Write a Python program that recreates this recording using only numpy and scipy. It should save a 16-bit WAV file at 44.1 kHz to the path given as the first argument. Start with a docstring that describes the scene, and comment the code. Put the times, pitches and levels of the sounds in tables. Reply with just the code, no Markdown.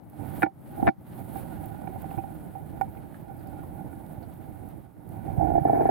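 """Cloth rubs, swishes and finally judders in sticks and slips over a closed plastic case with two ports,
worn on the chest of an angler who crouches by a creek. Friction noise drives the case's modes.
Rod and gear knock on it as short pushes into the same modes; arm and chest bump it as damped swings.
The tackle ticks as coloured noise bursts, the reel clicks as short damped sines.
Behind it all a spillway rushes, dull through the case: steady filtered noise."""
import sys
import numpy as np
from scipy import signal
from scipy.fft import rfft, irfft, next_fast_len
from scipy.io import wavfile

SR = 44100
rng = np.random.default_rng(int(sys.argv[2]) if len(sys.argv) > 2 else 0)


def output_pcm(signal):
    """Save a mono or channel-first signal as 16-bit PCM at the path in sys.argv[1].

    Samples are clipped to [-1, 1] before scaling.
    """
    pcm = np.clip(np.atleast_2d(signal).T, -1, 1) * 32767
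    wavfile.write(sys.argv[1], SR, np.round(pcm).astype(np.int16))


N = 260190
TIME = np.arange(N) / SR
CUTOFF_HZ = 15900
# where the cloth bears on the case: (t/s, left minus right level/dB, before each layer's own offset)
RUB_SIDE = [(0, 14.5), (0.25, -18.5), (0.45, 1.5), (1.05, 0.5), (1.3, -9.5), (2.5, -5), (3.2, -5.5),
            (5.5, -9), (5.68, 1)]
# sticking begins here: the steady rub is soon held down, and stays so, while slips stand out
STICK_FROM_S, STICK_DB_PER_S, STICK_MOST_DB = 5.41, 50, 8.5
# a fainter, brighter noise burst: decay time constant and upper edge
SNAP_S, SNAP_HZ = 0.012, 5090


def from_db(db):
    """Logarithmic level to amplitude: 20 dB is a factor of ten."""
    return 10 ** (np.asarray(db) / 20)


def mid_one(x):
    """Power normalization: the mean of the two ports gets rms 1."""
    middle = x.mean(axis=0)
    return x / np.sqrt(np.mean(middle ** 2) + 1e-20)


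def peak_one(x):
    """Peak normalization: the mean of the two ports peaks at 1."""
    return x / np.abs(x.mean(axis=0)).max()


def in_time(rows):
    """Linear interpolation: the columns of a curve at every sample."""
    s, *columns = np.transpose(rows)
    return [np.interp(TIME, s, column) for column in columns]


def panned(side_db):
    """Level difference between the ports: left and right gains, split evenly in dB."""
    return from_db(np.array([[.5], [-.5]]) * side_db)


def side_at(s):
    """Source position: left minus right dB of the cloth's contact at time s."""
    return np.interp(s, *np.transpose(RUB_SIDE))


def drift(rate_hz):
    """Low-passed random process: slow chance of spread 1, with two equal poles at rate_hz."""
    step = 40  # samples between slow values
    pole = np.exp(-2 * np.pi * rate_hz * step / SR)
    white = rng.standard_normal(N // step + 2002)
    slow = signal.lfilter([1], [1, -2 * pole, pole * pole], white)[2000:]
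    return np.interp(np.arange(N) / step, np.arange(len(slow)), slow / slow.std())


def coloured(x, spectrum):
    """Linear filtering: weight a sound by a smooth curve over log frequency, falling off below it."""
    size = next_fast_len(x.shape[-1])
    hz, db = np.transpose(spectrum)
    bins = np.maximum(np.fft.rfftfreq(size, 1 / SR), 1)
    gain = from_db(np.interp(np.log(bins), np.log(hz), db))
    gain = gain * np.minimum(bins / hz[0], 1) ** 2
    return irfft(rfft(x, size) * gain, size)[..., :x.shape[-1]]


def low_passed(x, hz, order):
    """Contact stiffness: a soft contact passes little above hz."""
    corner = np.clip(hz, 50, .45 * SR)
    return signal.sosfilt(signal.butter(order, corner, fs=SR, output="sos"), x)


def stereo_noise(alike):
    """Partial coherence: white noise of which the share alike (of power) is common to both ports."""
    shared, own = rng.standard_normal(N), rng.standard_normal((2, N))
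    alike = np.clip(alike, 0, 1)
    return np.sqrt(alike) * shared + np.sqrt(1 - alike) * own


def friction(alike, grain_db, grain_rate_hz):
    """Dry friction: the force of many threads catching and letting go is noise of clumpy level."""
    return stereo_noise(alike) * from_db(grain_db * drift(grain_rate_hz))


def add(out, s, sound):
    """Superposition: mix a short stereo sound in at time s."""
    start = max(round(s * SR), 0)
    out[:, start:start + sound.shape[1]] += sound[:, :max(N - start, 0)]


def case_ring(thud_db, crack_db, press_db, choke=0):
    """Modal impulse response: thud, press and crack weight the low, flat-wall and high modes."""
    # modes of the case: (f/Hz, undisturbed decay by 60 dB/s, relative level left/dB, right/dB)
    case = [(115, .05, -21, -16), (185, .05, -15, -20), (240, .06, -16, -21), (303, .085, -18, -9),
            (338, .07, -13, -10), (475, .04, -17, -26), (600, .05, -16, -24), (692, .07, -9, -11),
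            (778, .1, -19, 0), (850, .07, -22, -10), (905, .05, -18, -19), (1030, .03, -14, -20),
            (1415, .04, -18, -4), (1490, .035, -14, -5), (1755, .035, -5, -20), (1870, .035, -14, -24),
            (1975, .035, -13, -22), (2140, .03, -19, -24), (2262, .055, -13, -16), (2450, .03, -23, -15),
            (2615, .025, -25, -25), (3780, .025, -28, -21)]
    hz, t60, left_db, right_db = np.transpose(case)
    t = TIME[:SR // 5]
    low, wall, high = hz < 560, (hz > 650) & (hz < 735), hz > 950
    weight_db = thud_db * low + press_db * wall + crack_db * high
    # neighbouring modes start in opposite directions, so the ring swells over a few cycles
    signs = (-1) ** np.arange(len(hz))
    # slow bending waves reach the left port later
    lag_s = 0.00065 * (hz < 820)
    # choke is in dB per ms on the high modes; the others feel a quarter, negative values count as none
    choke_share = np.where(high, 1, 0.25)[:, None]
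    choked = from_db(-max(choke, 0) * choke_share * 1000 * t)
    ports = []
    for port_db, age in ((left_db, np.maximum(t - lag_s[:, None], 0)), (right_db, t)):
        decay = np.exp(-np.log(1000) * age / t60[:, None])
        modes = np.sin(2 * np.pi * hz[:, None] * age) * decay
        ports.append(signs * from_db(port_db + weight_db) @ (modes * choked))
    return signal.sosfilt(signal.butter(2, 80, "high", fs=SR, output="sos"), ports)


def contact(grit, grit_s):
    """Impulsive excitation: one push of height 1 amid a decaying noise scuff."""
    t = TIME[:SR // 20]
    force = grit * rng.standard_normal((2, len(t))) * np.exp(-t / grit_s)
    force[:, 0] += 1
    return force


def clack(decay_s, edge_hz):
    """High modal density: the many tightly damped modes of a contact blur into a noise burst."""
    t = TIME[:SR // 5]
    noise = rng.standard_normal(len(t)) + .5 * rng.standard_normal((2, len(t)))
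    burst = low_passed(noise * np.exp(-t / decay_s), edge_hz, order=8)
    return signal.sosfilt(signal.butter(2, 150, "high", fs=SR, output="sos"), burst)


def sliding():
    """Kinematics of the cloth: speed (as swish level) and pressure in two sweeps, then a long drag."""
    # quickening sweeps: (start t/s, stop t/s, final swish level/dB, final pressure level/dB)
    strokes = [(0.0, 0.435, -52.5, -1), (0.526, 0.878, -55.5, 11)]
    # sliding speed while the hand works at the reel: (t/s, swish level/dB)
    drag = [(0.98, -75), (1.13, -59.5), (1.2, -55.5), (1.23, -58.5), (1.3, -57.5), (1.38, -51),
            (1.46, -57.5), (1.55, -58), (1.77, -61), (2.14, -59), (2.22, -62), (3.29, -65), (3.38, -63),
            (4.78, -65), (4.94, -75.5), (5.13, -65), (5.87, -59.5)]
    # how hard the cloth bears on the case during the drag: (t/s, pressure level/dB)
    bearing = [(0.98, 0), (1.15, -2), (1.38, -1.5), (1.55, 1.2), (2.2, 1.2), (2.85, 2), (3.05, 0.5),
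               (3.9, 1.5), (4.9, -1), (5.24, 3), (5.42, 8), (5.57, 12), (5.62, 9.5), (5.7, 13.5),
               (5.89, 10)]
    rest_db, rest_pressure_db = -77.5, -0.5  # the cloth all but rests
    swish_db = np.interp(TIME, *np.transpose(drag), left=rest_db)
    pressure_db = np.interp(TIME, *np.transpose(bearing), left=rest_pressure_db)
    for start, stop, top_db, lean_db in strokes:
        progress = np.clip((TIME - start) / (stop - start), 0, 1)
        moving = np.clip(1 - (TIME - stop) / 0.02, 0, 1)  # an abrupt end
        # speed comes early in a sweep, pressure late
        swish_db = swish_db + (top_db - rest_db) * (1 - (1 - progress) ** 1.63) * moving
        pressure_db = pressure_db + (lean_db - rest_pressure_db) * progress ** 4 * moving
    return swish_db, pressure_db


def friction_levels():
    """Friction power laws: rumble and shell ringing grow with speed, the ringing most with pressure."""
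    swish_db, pressure_db = sliding()
    speed_db = swish_db + 63.5  # relative to the usual sliding speed
    stuck_db = np.clip((TIME - STICK_FROM_S) * STICK_DB_PER_S, 0, STICK_MOST_DB)
    rumble_db = -43 + 0.71 * speed_db + 1 * pressure_db - 0.5 * stuck_db
    bite_db = -56.5 + 1 * speed_db + 2.82 * pressure_db - stuck_db
    return rumble_db, bite_db


def rubbing():
    """Forced vibration: sliding cloth shakes the whole case and sets its shell ringing."""
    # spectra of the shaking, of the rocking and of the biting force: (f/Hz, relative level/dB)
    rumble_colour = [(30, -15), (50, -12.5), (95, -1.5), (160, -0.5), (230, -6.5), (310, -5.5),
                     (430, -18.5), (650, -15.5), (900, -18), (1150, -42), (2200, -39), (3200, -64)]
    boom_colour = [(38, 0.5), (62, 3), (100, 3.5), (160, -23), (400, -40.5), (1000, -88)]
    bite_colour = [(100, -34.5), (300, -10), (500, -5), (700, -8), (880, -4.5), (1150, -12), (1480, -4.5),
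                   (1900, -19.5), (2600, -8), (4000, -28)]
    # how freely the whole case rocks: (t/s, level/dB relative to the rumble)
    rocking = [(0.98, -19), (1.6, -6.5), (5.2, -3.5), (5.4, 4), (5.55, 4.5), (5.65, -5.5)]
    rumble_db, bite_db = friction_levels()
    side_db, = in_time(RUB_SIDE)
    rumble = coloured(friction(alike=0.11, grain_db=1.82, grain_rate_hz=24), rumble_colour)
    # a hard bite presses on the flat wall and chokes the high modes
    force = coloured(friction(alike=1.0, grain_db=3.5, grain_rate_hz=13), bite_colour)
    light_ring = case_ring(thud_db=8.5, crack_db=-10.0, press_db=6.0)
    pressed_ring = case_ring(thud_db=9.5, crack_db=-21, press_db=14.0)
    light = signal.fftconvolve(force, light_ring, axes=1)[:, :N]
    pressed = signal.fftconvolve(force, pressed_ring, axes=1)[:, :N]
    pressed_share = np.clip((bite_db + 46.5) / 10, 0, 1)
    shell = (1 - pressed_share) * mid_one(light) + pressed_share * mid_one(pressed)
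    # the whole case rocks when the rub gets heavy, growing faster than the rumble up to -20 dB
    rocking_db, = in_time(rocking)
    boom_db = rumble_db + 0.26 * np.minimum(rumble_db + 20.0, 0) + rocking_db
    boom = coloured(stereo_noise(alike=1.0), boom_colour)
    return (from_db(rumble_db - 0.92) * mid_one(rumble * panned(side_db))
            + from_db(boom_db) * mid_one(boom * panned(side_db - 35.0))
            + from_db(bite_db - 6.0) * shell * panned(side_db - 7.0))


def jacket():
    """Broadband friction noise: the weave hisses along, and uneven folds shift its colour."""
    # spectrum of the hiss: (f/Hz, relative level/dB)
    swish_colour = [(900, 4), (1500, 3), (2300, -6), (3000, -7.5), (4200, -11.5), (5800, -21.5),
                    (7400, -17), (8800, -8), (12500, -0.5), (15800, -5)]
    swish_db, _ = sliding()
    hiss = 0
    for band in ((400, 7000), (7000, 11500), (11500, 18000)):
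        threads = friction(alike=0.42, grain_db=1.5, grain_rate_hz=32)
        threads = signal.sosfilt(signal.butter(2, band, "band", fs=SR, output="sos"), threads)
        hiss = hiss + threads * from_db(1.3 * drift(rate_hz=13))  # each band flutters alone
    return from_db(swish_db + 1.5) * mid_one(coloured(hiss, swish_colour) * panned(side_db=-1.5))


def judder():
    """Stick-slip: each slip is a soft push on the damped shell, a dull 'tuk' with a short scrape."""
    # the pressed cloth breaks loose: (t/s, level/dB)
    slips = [(5.407, -25.5), (5.426, -17), (5.445, -19.5), (5.470, -18), (5.500, -17.5), (5.516, -19),
             (5.536, -20.5), (5.551, -18), (5.577, -15), (5.651, -14), (5.6723, -20), (5.6955, -15.5),
             (5.7298, -14), (5.7536, -18), (5.774, -22.5), (5.8071, -15.5), (5.829, -20), (5.853, -14),
             (5.889, -13)]
    out, t = np.zeros((2, N)), TIME[:SR // 5]
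    # the pressing cloth soaks up the ring within milliseconds
    damped_ring = case_ring(thud_db=9.0, crack_db=-20.0, press_db=10) * np.exp(-t / 0.0062)
    bright_ring = case_ring(thud_db=-7, crack_db=12, press_db=0)
    for s, db in slips:
        push = signal.fftconvolve(contact(grit=.015, grit_s=.004), damped_ring, axes=1)
        push = low_passed(push, 904, order=8) * panned(side_at(s) - 1)
        add(out, s, from_db(db) * peak_one(push))
        weave = rng.standard_normal((2, len(t))) * np.exp(-t / 0.022)
        scrape = signal.fftconvolve(weave, bright_ring, axes=1)[:, :len(t)]
        scrape = peak_one(low_passed(scrape, 2250, order=4) * panned(side_at(s) + 12))
        # it scrapes more as the cloth tightens (19 dB per s), with a faint hiss on top
        scrape_db = db - 35 + 19 * (s - STICK_FROM_S)
        hiss = from_db(-21) * clack(SNAP_S, SNAP_HZ)
        add(out, s, from_db(scrape_db) * (scrape + hiss))
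    return out


def knocks():
    """Impact excitation: a blow clacks and rings the case; gear resting on it chokes the ring."""
    # gear on the case: (t/s, relative level/dB, thud level/dB, flat wall level/dB, crack level/dB,
    # left minus right level/dB, choking of the high modes/(dB per ms))
    blows = [(0.4215, -17.5, -4, -13, 0.5, 0, 2.5), (0.4297, -15, 7.5, -1.5, 2, -3, -0.5),
             (0.4615, -22, -1.5, -15, -15, 6, 0.3), (0.8275, -23.5, 6, -6, -25, -10, 1),
             (0.8694, -18.5, -5, -11, 3, -1.5, 2), (0.8762, -13.5, 2.5, 9, -0.5, 4.5, 1.4),
             (0.8852, -18, 4.5, 7, -0.5, 2, 0.5), (1.357, -33, 3, -2, -21, -15.5, 1.5),
             (1.817, -37.5, -14, -10, -30, -8, 1.5), (1.873, -32.5, -2, 3, -5, -15, 2.5),
             (1.959, -38.5, -12, -12, -26, -12, -2), (2.043, -36.5, -14, -16, -26, -14, 2.5),
             (2.1125, -28.5, 0, -3, -17, -2, 2.5), (2.1403, -37, 8, -10, -15, -6, -3),
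             (2.1753, -40.5, 14.5, -12, -5.5, -13.5, 0.5), (2.184, -29, 3.5, -10, -30, -6.5, -2),
             (2.239, -32, -30, -12, -30, -4.5, -2.5), (2.553, -35, -22, -4, -41, -9, -3),
             (2.774, -39, -12, -10, -25, -13, 7), (2.8118, -20, -14.5, -9, -12, -10.5, 0.3),
             (3.124, -44, -4, -10, -25, -8, 10), (3.751, -44, -15, -10, -20, -8, -1),
             (3.928, -40, 11.5, -10, -11, -8, 1), (5.278, -40, -9, 11, -30, -15, 1),
             (5.300, -33, -4, 3, -23, -9, 3.5)]
    out = np.zeros((2, N))
    for s, db, thud_db, wall_db, crack_db, side_db, choke in blows:
        force = low_passed(contact(grit=0.018, grit_s=0.005), 2710, order=4)
        modes = case_ring(thud_db, crack_db - 0.5, wall_db, choke)
        ring = signal.fftconvolve(force, modes, axes=1)[:, :modes.shape[1]]
        # a hard burst and its brighter edge
        burst = from_db(-6) * clack(decay_s=0.0022, edge_hz=2300) + from_db(-38) * clack(SNAP_S, SNAP_HZ)
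        add(out, s, from_db(db + 4.0) * panned(side_db) * (ring + from_db(crack_db) * burst))
    return out


def bumps():
    """Dipole motion: a shove swings the case, pressing air into one port and drawing it from the other."""
    # arm and chest against the case: (t/s, level/dB, f/Hz, left minus right level/dB)
    shoves = [(0.827, -15, 230, -8), (0.877, -21, 150, -9), (0.884, -17, 190, 6), (0.982, -37.5, 156, 7),
              (2.172, -28.5, 130, -19), (5.328, -30, 110, -7.5), (5.377, -20, 130, -15),
              (5.613, -22, 148, -13)]
    out, t = np.zeros((2, N)), TIME[:SR // 10]
    for s, db, hz, side_db in shoves:
        rise = hz * t / 0.6  # the envelope peaks after 0.6 cycles
        swing = np.sin(2 * np.pi * hz * t) * rise * np.exp(1 - rise)
        add(out, s, from_db(db) * panned(side_db) * [[1], [-1]] * swing)
    return out


def tackle():
    """Short-pulse radiation: tiny noise bursts with a bright spectral peak and some body below it."""
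    # small sharp ticks: (t/s, level/dB, f/Hz of the peak, relative body level/dB)
    ticks = [(0.099, -46, 12500, -34), (1.658, -35, 14100, -30), (2.0194, -39, 12500, -26),
             (2.8115, -38.5, 13800, -3), (3.4722, -45, 12400, -22), (4.0643, -49, 11300, -19),
             (4.3377, -49, 13200, -27), (4.688, -47, 12600, -32), (5.09, -48, 11600, -26)]
    # the bright peak: (multiple of the tick's f, relative level/dB)
    tick_peak = [(0.45, -28), (0.7, -16.5), (1, 1.5), (1.3, -9)]
    # spectrum of the body: (f/Hz, relative level/dB)
    tick_body = [(1500, -8), (3800, 4), (6000, -5), (10000, -8), (16000, -12)]
    out, t = np.zeros((2, N)), TIME[:SR // 50]
    lead = SR // 1000  # samples of room ahead of the burst for the filter
    for s, db, hz, body_db in ticks:
        burst = np.pad(rng.standard_normal(len(t)) * np.exp(-t / 0.0021), (lead, 0))
        peak = [(multiple * hz, level_db) for multiple, level_db in tick_peak]
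        tick = coloured(burst, peak) + from_db(body_db) * coloured(burst, tick_body)
        tick = low_passed(tick, CUTOFF_HZ, order=8)
        add(out, s - lead / SR, from_db(db) * peak_one(panned(side_db=-9) * tick))
    return out


def reel():
    """Damped oscillation: small reel parts touch under the fingers, each with a short ring of its own."""
    # soft clicks: (t/s, level/dB, f/Hz)
    clicks = [(2.02, -53, 1500), (2.107, -54, 2560), (2.186, -52, 2500), (2.95, -49, 1360),
              (2.971, -53.5, 2180), (3.1437, -45, 1620), (3.39, -67, 4700), (3.468, -67, 4900),
              (3.634, -46, 1040), (4.228, -60.5, 4430)]
    out, t = np.zeros((2, N)), TIME[:SR // 20]
    for s, db, hz in clicks:
        ring = np.sin(2 * np.pi * hz * t) * np.exp(-t / 0.0014)
        click = signal.fftconvolve(contact(grit=0.13, grit_s=0.014), ring[None], axes=1)
        add(out, s, from_db(db) * panned(side_db=-6) * peak_one(click))
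    return out


def spillway():
    """Incoherent summation: countless far bubbles merge into an even rush, muffled by the case."""
    # spectrum of the water through the case: (f/Hz, relative level/dB)
    water_colour = [(40, -8), (100, -7.5), (300, 2), (500, -3.5), (780, -15), (1200, -5.5), (2500, -25),
                    (5500, -31.5), (9000, -33.5), (13000, -34), (16000, -50)]
    return from_db(-67.5) * mid_one(coloured(stereo_noise(alike=0.55), water_colour))


def scene():
    """Superposition: handling noise right on the case, water behind."""
    handling = rubbing() + jacket() + judder() + knocks() + bumps()
    return handling + tackle() + reel() + spillway()


def record(dry):
    """Band limitation: the deepest bass is lost, the top is cut steeply."""
    x = signal.sosfilt(signal.butter(2, 42, "high", fs=SR, output="sos"), dry)
    return signal.sosfilt(signal.ellip(12, .1, 80, CUTOFF_HZ, fs=SR, output="sos"), x)


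dry = scene()
out = record(dry)
output_pcm(out)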